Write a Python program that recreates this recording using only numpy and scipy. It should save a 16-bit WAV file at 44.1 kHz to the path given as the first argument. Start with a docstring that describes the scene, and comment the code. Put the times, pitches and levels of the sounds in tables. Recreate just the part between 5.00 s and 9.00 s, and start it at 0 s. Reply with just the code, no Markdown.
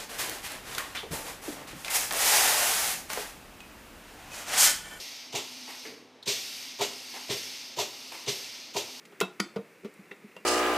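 """A hard-walled workshop, where a pneumatic glue gun cycles about once a second over a machine's hum.
Each stroke opens with a blast of air from the valve and a hollow thump from the cylinder and its mount.
On the dispensing stroke the exhaust hiss sags as the cylinder empties; on the return it holds nearly
steady and the piston knocks on its end stop. Once the valve clacks shut for a pause, and the trigger
clicks before work goes on."""
import sys
import numpy as np
from scipy import signal
from scipy.fft import rfft, irfft
from scipy.io import wavfile

SR = 44100
rng = np.random.default_rng(int(sys.argv[2]) if len(sys.argv) > 2 else 0)


def generate_wav(sig):
    """Save sig (samples, or channels by samples) to the path in sys.argv[1] as 16-bit PCM at SR."""
    pcm = np.round(np.clip(np.atleast_2d(sig).T, -1, 1) * 32767).astype(np.int16)
    wavfile.write(sys.argv[1], SR, pcm)


N = 176400
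T = np.arange(N) / SR


def from_db(db):
    """Decibels to gain."""
    return 10 ** (np.asarray(db) / 20)


def unit_power(x):
    """Scale to an RMS of 1."""
    return x / np.sqrt(np.mean(x ** 2) + 1e-20)


def eq(x, curve):
    """Filter by a curve of (freq_hz, gain_db) points."""
    hz, db = np.transpose(curve)
    f = np.maximum(np.fft.rfftfreq(N, 1 / SR), 1)
    return irfft(rfft(x) * from_db(np.interp(np.log(f), np.log(hz), db)), N)


def drift(rate_hz):
    """Smooth random motion of spread 1."""
    f = np.fft.rfftfreq(N, 1 / SR)
    return unit_power(irfft(rfft(rng.standard_normal(N)) / (1 + (f / rate_hz) ** 2), N))


def noise(colour, flutter_db=0):
    """Coloured noise of unit power, with an optional quick flutter."""
    return unit_power(eq(rng.standard_normal(N) * from_db(flutter_db * drift(75)), colour))


def tone(hz):
    """A sine of unit power, wavering in phase and level."""
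    return unit_power(np.sin(2 * np.pi * hz * T + 0.71 * drift(11)) * from_db(2 * drift(4.1)))


def envelope(start_s, rise_s, hold_s, fall_db_per_s):
    """Linear attack, hold, exponential release."""
    t = T - start_s
    return np.clip(t / rise_s, 0, 1) * from_db(-fall_db_per_s * np.maximum(t - rise_s - hold_s, 0))


def echoes(x, t60_s, treble_t60_s, predelay_s):
    """Dense reflections of unit energy, with a separate decay time above 4 kHz."""
    t, white = T[:SR], rng.standard_normal(SR)
    low = signal.sosfilt(signal.butter(1, 4000, fs=SR, output="sos"), white)
    tail = low * from_db(-60 * t / t60_s) + (white - low) * from_db(-60 * t / treble_t60_s)
    tail *= t > predelay_s
    return signal.fftconvolve(x, tail / np.linalg.norm(tail))[:N]


# Colour of the room tone: freq_hz, gain_db
ROOM_TONE_EQ = [(25, -37), (60, -61), (95, -5.5), (170, -14.5), (250, 0.5), (310, -3.5), (410, -6.5),
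                (520, -6), (900, -7), (1400, -13), (2200, -12), (4000, -18), (6200, -22.5), (7200, -30),
                (14000, -40)]
# Level of the motor's hum over time: time_s, level_db
MOTOR_LEVEL = [(0, -69), (.6, -55.5), (1.2, -66), (1.7, -62), (2.8, -62.5), (3.2, -76), (4, -63)]
# Faint machine tones: pitch_hz, level_db
MACHINE_TONES = [(132, -81.5), (3848, -79), (5370, -76)]

def workshop():
    """Distant machinery: a dull wash, a motor's hum and a few faint tones."""
    wash = from_db(-57) * noise(ROOM_TONE_EQ, flutter_db=-0.1)
    motor = from_db(np.interp(T, *np.transpose(MOTOR_LEVEL))) * tone(hz=255)
    return wash + motor + sum(from_db(db) * tone(hz) for hz, db in MACHINE_TONES)


# Colour of the trigger's thin tick: freq_hz, gain_db
TRIGGER_EQ = [(500, -29), (2500, -14), (3900, 5), (5200, -9), (8000, -17), (14000, -24)]

def trigger(start_s=1.2255):
    """The trigger clicks at the end of the pause."""
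    return from_db(-45.5) * envelope(start_s, 0.002, 0.002, 830) * noise(TRIGGER_EQ)


# Colours of the closing valve's hard clack and hollow ring: freq_hz, gain_db
CLACK_EQ = [(150, -20), (600, 0), (1300, -6.5), (2200, 4.5), (4000, -13), (14000, -31)]
RING_EQ = [(80, -20), (280, -4.5), (370, -2), (450, 6.5), (600, -14.5), (1200, -23), (4000, -45)]

def valve_shut_off(start_s=0.85):
    """The valve closes for a pause: a short clack over a longer ring."""
    clack = from_db(-43.5) * envelope(start_s, 0.0025, 0.011, 146) * noise(CLACK_EQ, flutter_db=1.5)
    ring = from_db(-47.5) * envelope(start_s, 0.0043, 0.029, 65) * noise(RING_EQ, flutter_db=2)
    return clack + ring


# Hits on the end stop: start_s, level_db
STOP_HITS = [(0.676, -44.5), (2.137, -43), (3.117, -42.5)]
# Colour of the knock: freq_hz, gain_db
KNOCK_EQ = [(80, -38), (300, -3), (650, -6.5), (800, 0.5), (930, 1), (1100, -4.5), (1400, -10),
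            (2200, -2.5), (4000, -12.5), (7000, -15), (14000, -20)]

def piston_knocks():
    """The returning piston meets its end stop."""
    level = sum(from_db(db) * envelope(start_s, 0.004, 0.026, 141) for start_s, db in STOP_HITS)
    return level * noise(KNOCK_EQ, flutter_db=1.5)


# Cue sheets of the strokes, shared by thumps, exhaust and blasts:
# start_s, length_s, blast_lag_s, blast_db, blast_fall_db_per_s, blast_tilt_db_per_octave,
# thump_db, thump_tilt_db_per_octave, exhaust_db, exhaust_sag_db_per_s
DISPENSE_CUES = [(-.17, 0.86, .007, -16, 296, -4, -26.5, 2, -36, 23),
                 (1.264, 0.59, 0.0068, -27, 130, 1.4, -40, 0, -39, 5),
                 (2.289, 0.45, 0.0056, -31, 250, -2.4, -36.5, 0, -38, 14.5),
                 (3.266, 0.447, 0.0084, -29.5, 318, -0.5, -37.5, -1, -38, 19)]
RETURN_CUES = [(.329, 0.54, 0.017, -30, 232, -0.34, -39, -2.6, -44.5, 0.61),
               (1.792, .5, 0.015, -27.5, 260, -0.4, -34, 0.47, -43, 0.71),
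               (2.770, 0.46, 0.013, -27.5, 260, -0.14, -35, 1.7, -44.5, 0.72),
               (3.744, .52, 0.016, -29.5, 260, 0.48, -36.5, 0.88, -44, 1)]
# Modes of the cylinder and its mount: pitch_hz, dispense_gain_db, return_gain_db, delay_s, swell_s
BODY_MODES = [(104.6, -18.5, -20, 0.0055, 0.033), (132.7, -1.5, -8.5, 0.0059, 0.014),
              (223.4, -7.5, -31.5, 0, 0.015), (363.7, -9, -12, .0, 0.012), (406.2, 3.5, 3, 0.011, 0.022),
              (474.3, -14.5, -31, 0.0006, 0.026), (598, -30, -5.5, 0.021, 0.021),
              (700.8, -25, 6.5, 0.0214, 0.0049), (947, -7.5, 4, 0.013, 0.0057)]
# Colour of the low turbulence around the thump: freq_hz, gain_db
RUSH_EQ = [(30, -14), (65, -20), (115, -6), (180, -8.5), (245, -4.5), (295, -6), (400, 7), (550, -0.5),
           (700, 0), (810, -11), (980, -3), (1300, -12), (2200, -45), (6000, -54)]

def thumps():
    """The pressure step swells the body's modes, alike on each stroke of a kind, in a low rush of air."""
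    out, t = np.zeros(N + SR), T[:SR // 3]
    hz, dispense_db, return_db, delay_s, swell_s = np.transpose(BODY_MODES)[:, :, None]
    age = np.maximum(t - delay_s, 0) / swell_s
    swell = (age * np.exp(1 - age)) ** 2
    octaves = np.log2(hz / np.median(hz))
    for cues, mode_db, rush_db in ((DISPENSE_CUES, dispense_db, -2.5), (RETURN_CUES, return_db, -1.5)):
        rings = swell * np.sin(2 * np.pi * (hz * t + rng.random(hz.shape)))
        rush = noise(RUSH_EQ)
        for start_s, *_, thump_db, tilt, _, _ in cues:
            out[:N] += rush * from_db(thump_db + rush_db) * envelope(start_s, 0.0055, 0.029, 183)
            if start_s > 0:
                gains = from_db(thump_db + mode_db + tilt * octaves)
                out[int(start_s * SR):][:len(t)] += (gains * rings).sum(0)
    return out[:N]


# Resonances of the exhaust port: centre_hz, width_hz, gain_db
PORT_BANDS = [(2800, 33, 2.5), (4116, 50, 2.5), (4570, 49, 3), (4860, 95, 2.5), (5660, 51, -7)]

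def exhaust_port(hiss):
    """The port lifts four narrow bands of the hiss and dips a fifth."""
    return hiss + sum((from_db(db) - 1) * signal.lfilter(*signal.iirpeak(hz, hz / width_hz, fs=SR), hiss)
                      for hz, width_hz, db in PORT_BANDS)


# Colours of the hiss in each direction, and of the fine spray on top: freq_hz, gain_db
DISPENSE_HISS_EQ = [(300, -21), (900, -12), (1550, -13), (2200, -2.5), (3000, -2), (4500, -1), (5400, 1),
                    (6400, -3.5), (6950, -12.5), (9000, -17), (11500, -23), (14000, -15)]
RETURN_HISS_EQ = [(300, -39), (900, -6), (1550, -11), (2200, -2.5), (2850, 0.5), (3300, -1.5), (5200, 2),
                  (6400, -2), (6950, -9.5), (9000, -11.5), (11500, -16.5), (14000, -11)]
SPRAY_EQ = [(3000, -34), (6000, 0), (7300, 1), (9000, -0.5), (11500, -2.5), (14000, -0.5)]

def exhaust(rise_s=0.027, empty_after_s=0.37, empty_db_per_s=22):
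    """Air leaves the muffler: sagging as glue is pushed out, nearly even on the way back."""
    hiss, total_flow = 0, 0
    for cues, colour, emptying in ((DISPENSE_CUES, DISPENSE_HISS_EQ, empty_db_per_s),
                                   (RETURN_CUES, RETURN_HISS_EQ, 0)):
        flow = 0
        for start_s, length_s, *_, exhaust_db, sag in cues:
            sag_db = sag * np.maximum(T - start_s, 0)
            empty_db = emptying * np.maximum(T - start_s - empty_after_s, 0)
            gate = envelope(start_s, rise_s, length_s - rise_s, fall_db_per_s=116)
            flow += gate * from_db(exhaust_db - sag_db - empty_db)
        hiss += flow * noise(colour, flutter_db=0.5)
        total_flow = np.hypot(total_flow, flow)
    # The spray grows faster than the flow, so strong air sounds brighter.
    spray = from_db(-51) * (total_flow / from_db(-41.5)) ** 3.1 * noise(SPRAY_EQ)
    return exhaust_port(hiss) + spray


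# Colour of the blast in each direction: freq_hz, gain_db
DISPENSE_BLAST_EQ = [(300, -7), (900, -11.5), (1450, -12.5), (2000, -2.5), (2700, 0.5), (3600, 3),
                     (4700, -0.5), (6000, 0.5), (7300, -5.5), (8600, -8), (10500, -21.5), (12000, -18),
                     (14000, -13)]
RETURN_BLAST_EQ = [(300, -30), (900, 3), (1500, -10), (2100, -2.5), (2850, 3), (4000, 2.5), (5100, -1.5),
                   (6300, 0.5), (7300, -3), (8600, -9.5), (10500, -16), (12000, -14), (14000, -10.5)]

def blasts(spurt_lead_s=0.0083):
    """A spurt slips past the valve's moving spool, then the opened port gives its full blast."""
    out = 0
    for cues, colour in ((DISPENSE_CUES, DISPENSE_BLAST_EQ), (RETURN_CUES, RETURN_BLAST_EQ)):
        for start_s, _, lag_s, blast_db, fall_db_per_s, tilt, *_ in cues:
            spurt = from_db(-11.5) * envelope(start_s - spurt_lead_s, 0.0072, 0.017, 400)
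            blast = envelope(start_s + lag_s, 0.007, 0.013, fall_db_per_s)
            tilted = [(hz, db + tilt * np.log2(hz)) for hz, db in colour]
            out += from_db(blast_db) * np.maximum(spurt, blast) * noise(tilted, flutter_db=0.34)
    return out


# Stereo width of the blasts and thumps: freq_hz, side_gain_db
SIDE_EQ = [(100, -18), (500, -23), (2000, -23), (6500, -20), (8000, -14), (9500, 0), (11000, -12),
           (14000, -14)]

def scene():
    """The gun and its echoes sit centre; blasts and thumps spread sideways, widest in the high treble."""
    air = blasts() + exhaust()
    early = echoes(air, t60_s=0.15, treble_t60_s=0.15, predelay_s=0.00074)   # bench, floor and wall
    early_gain = from_db(-7)
    air = (air + early_gain * early) / np.hypot(1, early_gain)
    body = thumps() + piston_knocks() + valve_shut_off() + trigger()
    room_send = from_db(-11.5) * air + from_db(-15) * body
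    room = echoes(room_send, t60_s=0.72, treble_t60_s=0.48, predelay_s=0.012)
    middle = air + body + room + workshop()
    side = eq(blasts() + 0.5 * thumps(), SIDE_EQ)   # fresh noise on the same cues gives width
    return np.array([middle + side, middle - side])


def record(dry):
    """The small microphone loses the deep bass; the top is cut steeply."""
    low_cut_hz, high_cut_hz = 94, 14050
    thin = signal.sosfilt(signal.butter(2, low_cut_hz, "high", fs=SR, output="sos"), dry)
    return signal.sosfilt(signal.ellip(12, 0.1, 80, high_cut_hz, fs=SR, output="sos"), thin)


dry = scene()
out = record(dry)
generate_wav(out)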